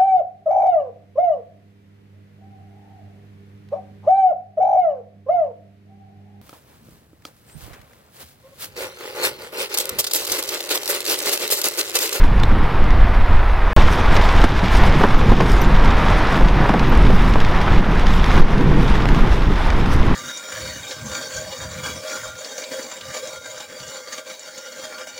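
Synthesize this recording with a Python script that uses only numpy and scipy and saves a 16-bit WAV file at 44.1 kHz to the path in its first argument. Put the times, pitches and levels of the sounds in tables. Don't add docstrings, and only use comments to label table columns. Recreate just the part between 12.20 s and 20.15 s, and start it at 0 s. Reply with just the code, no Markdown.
import sys
import numpy as np
from scipy import signal
from scipy.fft import rfft, irfft, next_fast_len
from scipy.io import wavfile
from scipy.ndimage import uniform_filter1d, map_coordinates

SR = 44100
rng = np.random.default_rng(int(sys.argv[2]) if len(sys.argv) > 2 else 0)


def transcribe(signal):
    frames = np.atleast_2d(signal).T
    limited = np.clip(frames, -1, 1)
    pcm = np.round(limited * 32767).astype(np.int16)
    wavfile.write(sys.argv[1], SR, pcm)


N = 350506

# time_s, pump_db, flap_db, roar_db, rain_db
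STORM_LEVELS = [
    [(0.0, -7, -25.5, -27, -38.5), (0.4, -12, -23.5, -25.5, -41.5), (1.0, -11, -29, -25, -41.5),
     (1.53, -14, -33, -25, -41)],
    [(1.565, -9.5, -21.5, -22.5, -27), (1.7, -10, -24, -22.5, -33), (2.2, -10, -23, -19, -28),
     (2.45, -11, -20.5, -20.5, -29), (2.7, -12.5, -20, -20.5, -31), (3.1, -13.5, -17.5, -22, -31),
     (3.6, -13, -21, -22, -34.5), (4.15, -16, -22, -20, -31), (4.5, -15.5, -17.5, -21.5, -36.5),
     (4.9, -13, -19.5, -24, -33.5), (5.38, -13.5, -20.5, -23, -35), (5.52, -13, -19.5, -21.5, -33.5),
     (5.7, -12, -18.5, -23, -36), (5.9, -14, -21, -25, -31), (6.15, -11.5, -18, -21.5, -31),
     (6.5, -15, -15.5, -24.5, -35), (6.75, -13.5, -21, -24.5, -32.5), (6.95, -14, -19, -25, -34),
     (7.4, -14, -22.5, -26, -34), (7.75, -15, -23, -25, -35), (7.9, -14.5, -18.5, -25, -36.5)],
]
# centre_s, rise_db
GUST_SWELLS = [(0.27, 0), (0.82, 0.5), (1.15, 8), (1.6, 6), (1.95, 2), (2.2, 5.5), (2.6, 2.5), (3.1, 7.5),
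               (3.32, 8), (3.5, 5), (3.72, 4), (3.94, 4.5), (4.35, 2), (4.57, -2.5), (4.75, 5.5), (4.95, 7),
               (5.15, 3), (5.3, -0.5), (5.55, 6), (5.97, 3), (6.45, 5), (6.56, 5.5), (6.72, 4.5), (6.88, 5),
               (7.12, 4.5), (7.3, 4.5), (7.55, 5), (7.77, 4.5), (7.87, 4.5)]
# centre_s, level_db, half_width_s, signed_gain
WALL_SURGES = [(0.026, 0.5, 0.023, 1), (2.22, 1.2, 0.02, 0.77), (2.951, 4.5, 0.028, 0.53),
               (4.238, 2, 0.017, -0.84), (5.586, -0.5, 0.029, 0.88), (6.216, 2, 0.033, 1),
               (7.017, 0.5, 0.021, 0.87)]
# start_s, puff_db, crack_db, puff_t60_s
CLOTH_SLAPS = [(1.567, -9, -22, 0.13), (1.611, -20, -36, 0.06), (1.962, -18, -19, 0.078),
               (2.237, -11, -26, 0.083), (2.808, -8.5, -32, 0.055), (2.837, -4, -26, 0.062),
               (3.119, -10, -33, 0.038), (3.202, -13, -22, 0.12), (4.207, -15.5, -32, 0.07),
               (4.454, -16.5, -40, 0.064), (4.491, -8.5, -19, 0.047), (4.537, -10, -34, 0.065),
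               (4.902, -18, -44, 0.073), (5.155, -14, -40, 0.06), (6.985, -16.5, -33, 0.078)]
# start_s, level_db, pitch_hz, t60_s
CLOTH_SWINGS = [(2.2435, -0.5, 226, .03), (2.8425, -7, 420, 0.018), (2.846, -6, 199, .04),
                (3.119, -2, 234, 0.055), (4.502, -3, 208, 0.042), (4.901, -4.5, 450, 0.023)]
# start_s, level_db, time_scale_ms, signed_gain
FOLD_SNAPS = [(0.2345, -16, 0.076, 1), (0.2363, -6, 0.21, -1), (2.2413, 3, 0.2, 1),
              (2.8378, -4, 0.45, 0.88), (4.4952, -1.5, 0.33, -0.92), (4.5397, -1.5, 0.25, -0.77),
              (5.158, -2, 0.31, -1), (5.2492, -17, 0.089, 1), (6.8563, -4, 0.22, -1.2),
              (6.8885, -11, 0.1, 0.85)]
# start_s, tap_db, splash_db
HEAVY_DROPS = [(0.0388, -24, -45), (0.199, -20.5, -41.5), (0.2341, -21, -31), (0.7057, -24, -56),
               (1.9657, -10.5, -33), (2.0896, -18, -40), (2.164, -22, -45), (2.242, -22, -30),
               (2.4586, -21, -49), (2.5476, -21, -40), (2.5556, -16, -39), (2.6379, -16.5, -45),
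               (2.6953, -22, -53), (2.8873, -25, -49), (3.2081, -16, -50), (3.262, -21, -45),
               (3.2955, -24, -37), (3.418, -30, -38), (3.71, -20, -47), (3.885, -23, -50),
               (3.7818, -24, -48), (4.2852, -18, -50), (4.5945, -16, -45), (4.7514, -19, -44),
               (4.774, -29, -32), (5.1373, -18, -45), (5.2027, -15.5, -41), (5.248, -17, -41.5),
               (5.7956, -17, -47.5), (5.8676, -15.5, -49), (5.9379, -18, -44), (6.0424, -17, -45),
               (6.0611, -20, -48), (6.1155, -15, -51), (6.156, -25, -44), (6.1773, -18, -45.5),
               (6.7, -24, -46), (6.75, -29, -52), (6.855, -22, -45), (6.888, -16.5, -57),
               (6.9466, -19, -43), (7.5026, -16, -51)]
# (start_s, level_db)
ZIP_PULLS = [(14100, .04, [(1.724, -44), (1.857, -45), (1.946, -38), (2.617, -39), (2.627, -41),
             (2.81, -43), (2.979, -40), (3.415, -23), (3.536, -46), (4.693, -33), (4.903, -43)]),
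             (8210, .08, [(1.947, -42), (2.567, -34)]), (7120, .06, [(3.438, -34)]),
             (5900, .04, [(1.724, -27), (3.414, -24)]), (4070, .022, [(.2345, -18)]),
             (3600, .02, [(.2335, -11)])]
# centre_s, rise_db, half_width_s
NYLON_SWISHES = [(0.055, 10, .015), (1.73, 9, 0.043), (1.97, 4, .02), (2.13, 3, .02), (2.215, 8, .015),
                 (2.53, 6, .02), (2.564, 8, .025), (2.67, 4, .03), (2.8, 5, 0.018), (3.07, 5, .03),
                 (3.31, 10.5, .05), (3.41, 5, .05), (4.1, 2, 0.11), (4.2, 5, .03), (4.69, 3, .02),
                 (4.95, 7, .03), (5.09, 6, 0.023), (5.96, 4, .03), (6.18, 2, .04), (6.63, 4, 0.036),
                 (6.7, 4, .01), (6.955, 6, 0.018), (7.14, 5, .03), (7.47, 3, .02), (7.728, 13, 0.033),
                 (7.865, 7, .015)]
# start_s, depth_db
LEVEL_DIPS = [(0.05, 3.5), (2.25, 8.5), (2.855, 4.5), (3.14, 4), (4.26, 2), (5.6, 4), (6.22, 9),
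              (7.03, 0.5)]

# frequency_hz, relative_density_db
PUMP_SPECTRUM = [(1.8, -42), (3.0, 1), (27, -1.5), (34, -5), (40, -1), (47, -7.5), (100, -16), (130, -37),
                 (220, -120)]
FLAP_SPECTRUM = [(47, -9), (80, -9.5), (108, 0.5), (167, 1), (500, -12.5), (650, -34), (1100, -120)]
PUFF_SPECTRUM = [(60, -50), (200, 5.5), (400, 8.5), (900, 8), (1800, -3.5), (3000, -41)]
TAP_SPECTRUM = [(700, -25), (1800, 6), (3500, -2.5), (5500, -8), (7500, -21.5), (10000, -28), (16000, -50)]
ROAR_SPECTRUM = [(150, -18), (350, -4.5), (600, -2), (950, 1), (1400, -3.5), (2100, -8.5), (3000, -17),
                 (5000, -28.5), (9000, -68)]
PATTER_SPECTRUM = [(500, -11.5), (1200, -1.5), (2200, -2.5), (2800, -4), (3600, -2.5), (4300, -11.5),
                   (5500, -13.5), (7000, -23), (9000, -32.5), (16000, -70)]
RUSTLE_SPECTRUM = [(2000, -26), (5000, 10.5), (8000, 0), (11000, -0.5), (13000, -4.5), (15700, -11)]
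HISS_SPECTRUM = [(2000, -30), (6000, -6), (12000, -2), (15700, -5)]
# frequency_hz, side_over_mid_db
STEREO_WIDTH = [(60, -32.5), (500, -25), (2000, -26), (5000, -38), (9000, -47), (15000, -24)]
# frequency_hz, left_over_right_db
STEREO_BALANCE = [(25, -.4), (125, -.8), (500, -.7), (1000, -.5), (2000, -.3), (4000, -.1)]

GAP_START_S, GAP_END_S = 1.5319, 1.5648
TIME_S = np.arange(N) / SR


def air_pumping(level_db, duck):
    pressure = duck * amp(level_db + wobble(8)) * noise(PUMP_SPECTRUM)
    return 1.41 * np.tanh(pressure / 1.316)


def wall_surges(pumping):
    pulses, calm = np.zeros(N), np.ones(N)
    for centre_s, level_db, half_width_s, signed_gain in WALL_SURGES:
        u = (TIME_S - centre_s) / half_width_s
        push, rebound = np.exp(-6 * u ** 2), 0.5 * np.exp(-6 * (u - .8) ** 2)
        pulses += signed_gain * amp(level_db) * (push - rebound)
        calm *= 1 - np.exp(-1.5 * (u - .3) ** 2)
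    return calm * pumping + pulses


def wall_flapping(level_db):
    gain = amp(level_db + 1.5 * wobble(10) + 1.1 * wobble(30))
    shaking = patches(spread_db=1.06) + 0.43 * grains(90, spread_db=2.5, t60_s=0.038)
    return gain * coloured(shaking, FLAP_SPECTRUM)


def cloth_slaps():
    start_s, puff_db, crack_db, t60_s = np.transpose(CLOTH_SLAPS)
    puff = bursts(start_s, puff_db, t60_s, attack_s=0.00088) * noise(PUFF_SPECTRUM)
    crack = bursts(start_s, crack_db, .5 * t60_s, attack_s=.0008) * noise(PATTER_SPECTRUM)
    return puff + crack + rings(CLOTH_SWINGS, attack_s=0.00067, phase_step_rad=0.0069)


def fold_snaps():
    out, t = np.zeros(N + SR), np.arange(SR // 50) / SR
    for start_s, level_db, time_scale_ms, signed_gain in FOLD_SNAPS:
        u = t * 1000 / time_scale_ms
        pulse = 2 * u * (2 - u) * np.exp(-u) * (1 - np.exp(-3 * u))
        out[round(start_s * SR):][:len(t)] += signed_gain * amp(level_db) * pulse
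    return out[:N]


def drop_taps(rain_db, lesser_count=40):
    when, size = rng.random((lesser_count, 2)).T
    lesser_db = rain_db[(when * (N - 1)).astype(int)] + 9 * (size - .5)
    lesser_drops = np.transpose([when * N / SR, lesser_db, lesser_db - 24])
    start_s, tap_db, splash_db = np.vstack([HEAVY_DROPS, lesser_drops]).T
    tap = bursts(start_s, tap_db, t60_s=0.016, attack_s=0.00019) * noise(TAP_SPECTRUM)
    splash = bursts(start_s, splash_db, t60_s=0.022, attack_s=.0003) * noise(RUSTLE_SPECTRUM)
    return tap + splash


def zip_chinks():
    strikes = [(start_s, level_db, pitch_hz, t60_s)
               for pitch_hz, t60_s, touches in ZIP_PULLS for start_s, level_db in touches]
    return rings(strikes, attack_s=.0015, phase_step_rad=.1)


def wind_roar(level_db):
    eddies = patches(spread_db=0.86) + 0.4 * grains(150, spread_db=-5.0, t60_s=0.02)
    return amp(level_db) * coloured(eddies, ROAR_SPECTRUM)


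def rain_patter(level_db):
    impacts = 0.56 * patches(spread_db=0.9) + 0.47 * grains(500, spread_db=4.0, t60_s=0.012)
    patter = coloured(impacts, PATTER_SPECTRUM)
    treble = filtered(patter, lambda hz: 1 / (1 + (4200 / (hz + 1)) ** 6))
    return amp(level_db) * (patter + np.where(TIME_S < GAP_END_S, -.3, .1) * treble)


def nylon_rustle(level_db):
    rubbing = 1.04 * patches(spread_db=3.0) + 0.57 * grains(300, spread_db=6.0, t60_s=0.0043)
    return amp(level_db + swells(NYLON_SWISHES)) * coloured(rubbing, RUSTLE_SPECTRUM)


def storm_background(roar_db, rain_db):
    nearness = np.where(TIME_S > GAP_END_S, 1, .3)
    flutter, sway = nearness * wobble(40), nearness * wobble(9)
    rustle_db = -50.5 + 0.85 * (rain_db + 34.5)
    return (wind_roar(roar_db + 0.31 * flutter + 0.98 * sway)
            + rain_patter(rain_db + 1.1 * flutter + 0.63 * sway)
            + nylon_rustle(rustle_db + 2.2 * flutter + .8 * sway))


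def ducking(fall_s=0.0089, recover_s=0.13):
    dip_db = np.zeros(N)
    for start_s, depth_db in LEVEL_DIPS:
        age_s = np.maximum(TIME_S - start_s, 0)
        dip_db += depth_db * (1 - np.exp(-age_s / fall_s)) * np.exp(-(age_s / recover_s) ** 1.2)
    return amp(-dip_db)


def amp(db):
    return 10 ** (np.asarray(db) / 20)


def unit(x):
    return x / np.sqrt(np.mean(x ** 2) + 1e-20)


def along(points, hz):
    frequency_hz, values = np.transpose(points)
    return np.interp(np.log(hz + 1), np.log(frequency_hz + 1), values)


def wobble(knots_per_s):
    knots = rng.standard_normal(int(N * knots_per_s / SR) + 4)
    return map_coordinates(knots, [TIME_S * knots_per_s])


def swells(rows):
    return sum(rise_db * np.exp(-((TIME_S - centre_s) / half_width_s) ** 2)
               for centre_s, rise_db, half_width_s in rows)


def filtered(x, response):
    size = next_fast_len(N + SR // 2)
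    return irfft(rfft(x, size) * response(np.fft.rfftfreq(size, 1 / SR)), size)[..., :N]


def coloured(x, spectrum):
    return unit(filtered(x, lambda hz: amp(along(spectrum, hz))))


def noise(spectrum):
    return coloured(rng.standard_normal(N), spectrum)


def patches(spread_db):
    bins = signal.stft(rng.standard_normal(N + 512), nperseg=512)[2]
    field = uniform_filter1d(rng.standard_normal(bins.shape), size=8, axis=0)
    field = uniform_filter1d(field, size=6, axis=1)
    return signal.istft(bins * amp(spread_db * unit(field)), nperseg=512)[1][:N]


def grains(per_s, spread_db, t60_s):
    hits = rng.random(N) < per_s / SR
    sizes = hits * amp(spread_db * np.minimum(rng.exponential(size=N), 4))
    t = np.arange(SR // 20) / SR
    envelope = signal.fftconvolve(sizes, amp(-60 * t / t60_s))[:N]
    return unit(envelope * rng.standard_normal(N))


def bursts(start_s, level_db, t60_s, attack_s):
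    envelope, t = np.zeros(N + SR), np.arange(SR // 4) / SR
    for at_s, db, decay_s in np.broadcast(start_s, level_db, t60_s):
        envelope[round(at_s * SR):][:len(t)] += amp(db - 60 * t / decay_s) * (1 - np.exp(-t / attack_s))
    return envelope[:N]


def rings(rows, attack_s, phase_step_rad):
    out, t = np.zeros(N + SR), np.arange(SR // 8) / SR
    for start_s, level_db, pitch_hz, t60_s in rows:
        drift = phase_step_rad * np.cumsum(rng.standard_normal(len(t)))
        envelope = amp(level_db - 60 * t / t60_s) * (1 - np.exp(-t / attack_s))
        out[round(start_s * SR):][:len(t)] += envelope * np.sin(2 * np.pi * pitch_hz * t + drift)
    return out[:N]


def narrow_stereo(mid):
    bins = signal.stft(mid, nperseg=1024)[2]
    scrambled = signal.istft(bins * np.exp(2j * np.pi * rng.random(bins.shape)), nperseg=1024)[1][:N]
    side = filtered(scrambled, lambda hz: amp(along(STEREO_WIDTH, hz)))
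    pair = filtered(mid, lambda hz: amp(np.outer([.5, -.5], along(STEREO_BALANCE, hz))))
    return pair + [side, -side]


def scene():
    time_s, *levels = np.vstack(STORM_LEVELS).T
    pump_db, flap_db, roar_db, rain_db = (np.interp(TIME_S, time_s, db) for db in levels)
    gust_db = swells((centre_s, rise_db, 0.05) for centre_s, rise_db in GUST_SWELLS)
    duck = ducking()
    air = wall_surges(air_pumping(pump_db + gust_db, duck))
    steady = wall_flapping(flap_db + 0.2 * gust_db) + storm_background(roar_db, rain_db)
    blows = cloth_slaps() + fold_snaps() + drop_taps(rain_db) + zip_chinks()
    return narrow_stereo(air + duck * steady + blows)


def record(dry):
    common, apart = coloured(rng.standard_normal((2, N)), HISS_SPECTRUM)
    hiss = amp(-60) * common + amp(-65) * np.array([apart, -apart])
    pressure = dry + ducking() * hiss
    clipped = np.clip(pressure, -.98, .98)
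    overloaded = np.clip(clipped + .12 * (pressure - clipped), -1, 1)
    outside_gap = (TIME_S < GAP_START_S) | (TIME_S > GAP_END_S)
    return filtered(overloaded * outside_gap, lambda hz: hz < 15708)


dry = scene()
out = record(dry)
transcribe(out)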